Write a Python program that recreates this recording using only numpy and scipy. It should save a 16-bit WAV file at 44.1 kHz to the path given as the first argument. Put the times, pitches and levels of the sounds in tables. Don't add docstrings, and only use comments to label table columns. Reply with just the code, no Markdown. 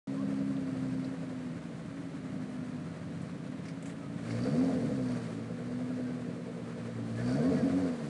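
import sys
import numpy as np
from scipy import signal
from scipy.fft import rfft, irfft, next_fast_len
from scipy.io import wavfile
from scipy.ndimage import map_coordinates

SR = 44100
rng = np.random.default_rng(int(sys.argv[2]) if len(sys.argv) > 2 else 0)


def master_out(mix):
    frames = np.transpose(np.atleast_2d(mix))
    ceiling = np.clip(frames, -1, 1)
    pcm = np.round(ceiling * 32767).astype(np.int16)
    wavfile.write(sys.argv[1], SR, pcm)


N = 356769
T = np.arange(N) / SR
CRUISE_DB = -50


def amp(db):
    return 10 ** (np.asarray(db) / 20)


def unit(x):
    return x / np.sqrt(np.mean(x ** 2) + 1e-20)


def lookup(x, table):
    return np.interp(x, *np.transpose(table))


def colour(x, spectrum):
    hz, db = np.transpose(spectrum)
    size = next_fast_len(N)
    bins_hz = np.fft.rfftfreq(size, 1 / SR)
    gain = amp(np.interp(np.log(bins_hz + 1), np.log(hz), db))
    return unit(irfft(rfft(x, size) * gain, size)[:N])


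def wander(rate_hz):
    knots = rng.standard_normal(4000)
    return unit(map_coordinates(knots, [T * rate_hz * 2], order=2, mode="wrap"))


def resonate(x, hz, width_hz):
    return signal.lfilter(*signal.iirpeak(hz, hz / width_hz, SR), x)


def ring(x, modes):
    return unit(sum(amp(db) * resonate(resonate(x, hz, width), hz, width) for hz, width, db in modes))


def add(mix, s, sound):
    part = mix[round(s * SR):][:len(sound)]
    part += sound[:len(part)]


# (frequency [Hz], relative level [dB])
STREET_SPECTRUM = [(20, -10), (40, -22), (62, 3), (100, 1), (160, 3.5), (300, 8), (600, 0), (900, -6.5),
                   (1600, -9.5), (3000, -13), (6000, -25.5), (11000, -39)]

def street(level_db=-54):
    return amp(level_db) * colour(rng.standard_normal(N), STREET_SPECTRUM)


def firings(turns, cylinders_db, uneven_db, lope=1):
    stroke = turns.astype(int)
    strength_db = lope * np.take(cylinders_db, stroke, mode="wrap")
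    chance = np.take(rng.standard_normal(2000), stroke, mode="wrap")
    size = amp(strength_db + uneven_db * chance)
    return size * np.diff(stroke, prepend=0), size * np.exp(-2 * (turns % 1))


# (frequency [Hz], relative level [dB])
IDLE_SPECTRUM = [(45, -44), (70, -15), (82, -15), (100, 7.5), (130, 10.5), (168, 17.5), (200, 12.5),
                 (235, 2.5), (285, 15.5), (320, 1.5), (480, -18), (640, 2.5), (850, -56)]

def idling_car(firing_hz=83.07, burble_db=-43.5, hum_db=-48.5, bass_db=-66, drift=.004):
    turns = np.cumsum(firing_hz * (1 + drift * wander(1.8))) / SR
    clicks, puffs = firings(turns, [-4, -24, -3, -2.5, -43, -3, -7.5, -5], uneven_db=1)
    bank = np.take([1, -1, -1, 1, -1, 1, 1, -1], turns.astype(int), mode="wrap")
    gas = unit(puffs * rng.standard_normal(N))
    burble = colour(unit(clicks * bank) + 1.3 * gas, IDLE_SPECTRUM)
    hum = unit(np.sin(4 * np.pi * turns) * amp(2.7 * wander(21)))
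    bass = unit(np.sin(2 * np.pi * turns))
    backing_away = amp(np.interp(T, [4.8, 7.1], [0, -4]))
    return backing_away * (amp(burble_db) * burble + amp(hum_db) * hum + amp(bass_db) * bass)


def slush(grains_per_s, wash_db):
    sizes = amp(3 * np.minimum(rng.exponential(1, N), 4))
    grains = (rng.random(N) < grains_per_s / SR) * rng.choice([-1, 1], N) * sizes
    return unit(grains) + amp(wash_db) * rng.standard_normal(N)


# (time [s], relative level [dB], centre [Hz], time to fall 60 dB [s], body against burst [dB])
SNOW_CRUNCHES = [(0.566, -49, 3090, 0.035, -15.5), (1.045, -48.5, 4350, 0.074, -10),
                 (3.217, -57, 8000, 0.097, -7), (3.654, -52, 4660, 0.11, 3), (3.683, -48.5, 4670, 0.12, 1),
                 (3.686, -57, 8300, .05, -12), (3.824, -50, 7900, 0.08, -1), (3.855, -50.5, 7260, 0.22, 0),
                 (3.895, -61, 8000, 0.22, 9), (4.272, -58, 2197, .11, -4), (4.306, -45, 4470, .08, 3)]

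def crunches(level_db=-4, relative_width=0.29, rise_s=0.00059, body_hz=2000, body_width_hz=1700):
    out, t = np.zeros(N), T[:SR // 3]
    grains = unit(slush(grains_per_s=2800, wash_db=29))
    for s, db, hz, decay_s, body_db in SNOW_CRUNCHES:
        breaking = grains[int(s * SR):][:len(t)]
        width_hz = relative_width * hz
        burst = unit(resonate(resonate(breaking, hz, width_hz), hz, 2 * width_hz))
        body = amp(body_db) * ring(breaking, [(body_hz, body_width_hz, 0)])
        envelope = amp(db + level_db - 60 * t / decay_s) * (1 - np.exp(-t / rise_s))
        add(out, s, (burst + body) * envelope)
    return out


# (time [s], length [s], start pitch [Hz], end pitch [Hz], relative level [dB])
TYRE_SQUEAKS = [(0.165, 0.073, 986, 1190, -55), (2.551, 0.11, 1325, 1483, -64),
                (2.869, 0.082, 1520, 1380, -67), (2.992, 0.068, 1383, 1500, -67),
                (3.97, 0.16, 1340, 1220, -62.5), (5.872, 0.079, 1690, 1615, -62),
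                (5.894, 0.048, 1490, 1260, -62), (6.027, .12, 1606, 1490, -61),
                (7.155, 0.077, 1670, 1766, -54), (7.18, 0.065, 1498, 1500, -57),
                (7.305, 0.061, 1470, 1430, -55), (7.376, 0.1, 1490, 1633, -54.5),
                (7.408, 0.13, 1072, 1127, -55.5), (7.439, 0.047, 1860, 1840, -56),
                (7.547, 0.097, 1765, 1555, -54), (7.548, 0.078, 1980, 1860, -58),
                (7.819, .08, 1532, 1580, -65)]

def squeaks(waver=0.011, level_db=-1):
    out, shake = np.zeros(N), 1 + waver * wander(70)
    for s, length_s, start_hz, end_hz, db in TYRE_SQUEAKS:
        n = int(length_s * SR)
        hz = np.linspace(start_hz, end_hz, n) * shake[int(s * SR):][:n]
        glide = np.sin(2 * np.pi * np.cumsum(hz) / SR)
        add(out, s, amp(db + level_db) * unit(glide * signal.windows.tukey(n, .7)))
    return out


# (start [s], rise [s], hold [s], fade [dB/s], grip returns [s], slip [dB])
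WHEELSPINS = [(4.208, .067, 0.33, 16.5, 4.87, 0.6), (4.893, 0.2, 0.19, 3, 5.29, -1.5),
              (7.043, 0.21, .29, 9, 8.2, 1)]

def wheelspin(catch_s=.12):
    slip = 0
    for s, rise_s, hold_s, fade, grip_s, db in WHEELSPINS:
        loose = np.clip(np.minimum((T - s) / rise_s, 1 - (T - grip_s) / catch_s), 0, 1)
        slip += loose * amp(db - fade * np.maximum(T - s - rise_s - hold_s, 0))
    return slip


def effort(load_db, slip, rolling_db, spinning_db, load_rise):
    rolling = amp(rolling_db + load_rise * (load_db - CRUISE_DB))
    return 10 * np.log10(rolling ** 2 + (amp(spinning_db) * slip) ** 2)


# (frequency [Hz], relative level [dB])
CHURN_SPECTRUM = [(100, -13), (350, 13.5), (700, 7.5), (880, 2.5), (1150, 5.5), (1750, 3), (2300, -1),
                  (3000, -9.5), (4300, -23), (6000, -27), (11000, -39)]
SPRAY_SPECTRUM = [(1500, -35), (3000, 0.5), (4100, 5), (5100, -1), (6800, -0.5), (8400, -0.5),
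                  (10000, -5.5), (11500, -15)]

def tyres(load_db, slip):
    churn_db = effort(load_db, slip, rolling_db=-52, spinning_db=-49, load_rise=0.12)
    spray_db = effort(load_db, np.sqrt(slip), rolling_db=-64.5, spinning_db=-60.5, load_rise=0.12)
    lumps = amp(0.96 * wander(18))
    churn = colour(slush(grains_per_s=1400, wash_db=4), CHURN_SPECTRUM)
    spray = colour(slush(grains_per_s=1500, wash_db=5.5), SPRAY_SPECTRUM)
    return lumps * (amp(churn_db) * churn + amp(spray_db) * spray)


# (frequency [Hz], width [Hz], relative level [dB])
BLOCK_MODES = [(4660, 400, -3), (5140, 1500, -9), (8300, 1300, -17.5)]

def knock(turns, firing_hz, load_db, slip, level_db=2, rise=1.6, sustain=.4):
    shudder = amp(5 * np.exp(-((firing_hz - 64) / 3.1) ** 2))
    force_db = effort(load_db, slip ** 2 * shudder, rolling_db=-69, spinning_db=-64, load_rise=0.41)
    _, puffs = firings(turns, [0], uneven_db=1.1)
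    pings = ring((sustain + puffs ** 2) * rng.standard_normal(N), BLOCK_MODES)
    return amp(force_db.max() + level_db + rise * (force_db - force_db.max())) * pings


# (start [s], length [s], depth [ratio])
TRACTION_CUTS = [(4.631, 0.14, 0.9), (4.744, 0.24, 0.6), (7.51, 0.137, 1.2), (7.605, 0.13, 0.66)]

def traction_control(ramp_s=0.011):
    return sum(depth * np.clip(np.minimum(T - s, s + length_s - T) / ramp_s, 0, 1)
               for s, length_s, depth in TRACTION_CUTS)


CYLINDERS_DB = [-6, -3, 2, 5, -1, -7]
# (firing rate [Hz], depth [ratio])
LOPE_DEPTH = [(51, .9), (57, 1.05), (62, 1.1), (68, 1.35), (80, .5)]
# (frequency [Hz], width [Hz], relative level [dB])
SILENCER_MODES = [(48.6, 76, -34), (107, 61, -16), (131.6, 46, -13.5), (187.6, 44, -4), (228, 29, -2.5),
                  (278, 33, -8)]

def rasp(turns, firing_hz, load_db, cut, level_db=-8, gas_db=-1, load_rise=0.71, cut_db=8):
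    lope = lookup(firing_hz, LOPE_DEPTH)
    clicks, puffs = firings(turns, CYLINDERS_DB, uneven_db=1.5 - lope, lope=lope)
    gas = amp(gas_db) / np.sqrt(lope) * unit(puffs * rng.standard_normal(N))
    steady = np.diff(turns.astype(int), prepend=0)
    inequality = unit(clicks - steady * clicks.sum() / steady.sum())
    rumble_db = load_db.max() + level_db + load_rise * (load_db - load_db.max())
    return amp(rumble_db + cut_db * cut) * ring(inequality + gas, SILENCER_MODES)


RUNNER_DELAYS_MS = [0.077, 1.28, 0.39, 0.825, 1.97, 0.44]

def manifold(clicks, turns):
    at, out = np.flatnonzero(clicks), np.zeros(N)
    delay_s = np.take(RUNNER_DELAYS_MS, turns[at].astype(int), mode="wrap") / 1000
    out[np.minimum(at + (delay_s * SR).astype(int), N - 1)] = clicks[at]
    return out


# (frequency [Hz], width [Hz], first relative level [dB], last relative level [dB])
TAILPIPE_MODES = [(373, 21, -9, -1.5), (463.7, 48, -3, 3.5), (498, 32.4, 5, 1.5), (553.7, 63, 0.5, -11),
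                  (634.7, 44, -7.5, -5), (691, 45, -12.5, -10.5), (749, 87, -15.5, -26)]
# (time [s], level [dB])
CHUG_LEVEL = [(.07, -49), (.42, -50.5), (.6, -54), (1.05, -55), (1.5, -55), (2.2, -59), (3.2, -56),
              (4.2, -56), (4.45, -41.5), (4.65, -37.5), (5.0, -45), (5.3, -49.5), (6.0, -47.5),
              (7.05, -51.5), (7.4, -37), (7.6, -38.5), (7.85, -42.5), (8.09, -51)]

def chug(turns, firing_hz, slip, depth=1.1, evening=.6, gas_db=-12, bright_db_per_octave=9):
    lope = depth * lookup(firing_hz, LOPE_DEPTH) * (1 - evening * np.minimum(slip, 1))
    clicks, puffs = firings(turns, CYLINDERS_DB, uneven_db=.6, lope=lope)
    rms_size = np.sqrt(np.mean(amp(np.outer(CYLINDERS_DB, lope)) ** 2, axis=0))
    pulses = unit(manifold(clicks / rms_size, turns))
    gas = unit(puffs / rms_size * rng.standard_normal(N))
    gas_gain = amp(gas_db) + slip
    drive = (pulses + gas_gain * gas) / np.hypot(1, gas_gain)
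    tilt = bright_db_per_octave * slip
    modes = [(hz, width, np.linspace(first_db, last_db, N) + tilt * np.log2(hz / 500))
             for hz, width, first_db, last_db in TAILPIPE_MODES]
    return amp(lookup(T, CHUG_LEVEL)) * ring(drive, modes)


# (frequency [Hz], gain [dB])
EXHAUST_BOOM = [(60.0, -13), (75.0, -21), (87.0, -12), (95.0, -5), (104.0, -16.5), (114.0, -1.4),
                (128.0, -10), (138.0, -10.5), (150.0, -3.5), (165.0, -15.5), (178.0, -7.5), (192.0, -12.5),
                (203.0, -0.5), (213.0, -10), (228.0, -1.5), (238.0, -4.5), (249.0, 2.5), (262.0, 0.75),
                (274.0, 2.6), (286.0, -8), (300.0, -19), (450.0, -14)]

def growl(turns, firing_hz, load_db, cut, level_db=-32, uncut_db=-17, load_rise=0.99, cut_rise=0.63):
    over_db = load_db - load_db.max()
    size = cut * amp(cut_rise * over_db) + amp(uncut_db + load_rise * over_db)
    out = 0
    for k in range(9, 23):
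        if k % len(CYLINDERS_DB):
            order = k / len(CYLINDERS_DB)
            own_db = 0 if order % 1 == .5 else -12
            db = own_db + lookup(order * firing_hz, EXHAUST_BOOM) + 3 * wander(14)
            out += amp(db) * np.sin(2 * np.pi * (order * turns + rng.random()))
    return amp(level_db) * size * out


# (relative level [dB], rise with load [dB/dB])
DRONE_HARMONICS = [(-14.5, 1.5), (-4.3, 1.44), (-3.5, 1.1459), (-2.5, 0.6656), (-5, 0.55)]

def drone(turns, firing_hz, load_db, cut, level_db=-35.2, cut_db=-4.5, faint_db=-56.2):
    flutter_db = np.interp(firing_hz, [52, 60, 68, 85], [2, .8, .6, 1.2])
    out = 0
    for k, (own_db, rise) in enumerate(DRONE_HARMONICS, 1):
        db = level_db + own_db + rise * (load_db - CRUISE_DB) + lookup(k * firing_hz, EXHAUST_BOOM)
        sinking = 1 / np.sqrt(1 + amp(2 * (faint_db - db)))
        gain = sinking * amp(db + cut_db * cut + flutter_db * wander(16))
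        out += gain * np.sin(2 * np.pi * (k * turns + rng.random()))
    return out


# (time [s], firing rate [Hz])
ENGINE_SPEED = [(0.07, 67.38), (0.47, 67.95), (0.72, 65.35), (0.92, 64.93), (1.15, 66.0), (1.48, 62.47),
                (1.7, 57.85), (2.25, 51.43), (2.7, 49.84), (3.0, 47.86), (3.32, 47.42), (3.7, 52.87),
                (4.26, 57.67), (4.37, 57.45), (4.46, 64.04), (4.54, 75.65), (4.59, 83.71), (4.65, 89.15),
                (4.72, 87.1), (4.8, 81.54), (4.9, 71.08), (5.0, 64.43), (5.18, 60.33), (5.35, 54.91),
                (5.6, 60.58), (5.92, 63.04), (6.33, 60.62), (6.7, 59.55), (7.14, 56.55), (7.32, 63.31),
                (7.41, 75.79), (7.5, 92.26), (7.56, 100.22), (7.63, 92.72), (7.69, 87.8), (7.81, 93.5),
                (7.9, 83.53), (8.09, 70.59)]
# (time [s], load [dB])
THROTTLE_LOAD = [(.07, -48.5), (.45, -45), (.7, -47), (.95, -43), (1.15, -53), (1.46, -52), (1.52, -57.5),
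                 (2.1, -59.5), (2.75, -52.5), (3, -55.5), (3.22, -53), (3.42, -63), (4.2, -56),
                 (4.35, -45.5), (4.58, -38.5), (4.8, -42), (5.02, -41.5), (5.17, -46), (5.3, -52),
                 (5.6, -51), (5.75, -47.5), (6.15, -48.5), (6.35, -54), (7.1, -48.5), (7.3, -40),
                 (7.47, -39.5), (7.62, -40.5), (7.85, -40.5), (7.98, -49.5), (8.09, -44)]

def sports_car():
    firing_hz, load_db = lookup(T, ENGINE_SPEED), lookup(T, THROTTLE_LOAD)
    slip, cut = wheelspin(), traction_control()
    turns = np.cumsum(firing_hz) / SR
    tones = drone(turns, firing_hz, load_db, cut) + growl(turns, firing_hz, load_db, cut)
    throb = rasp(turns, firing_hz, load_db, cut) + chug(turns, firing_hz, slip)
    return tones + throb + knock(turns, firing_hz, load_db, slip) + tyres(load_db, slip) + squeaks()


def scene():
    return (sports_car() + crunches() + idling_car() + street())[None]


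def record(dry, opens_s=.072, edge_hz=11300):
    low_pass = signal.firwin(255, edge_hz, window=("kaiser", 8), fs=SR)
    return signal.oaconvolve(dry * (T > opens_s), low_pass[None], "same")


dry = scene()
out = record(dry)
master_out(out)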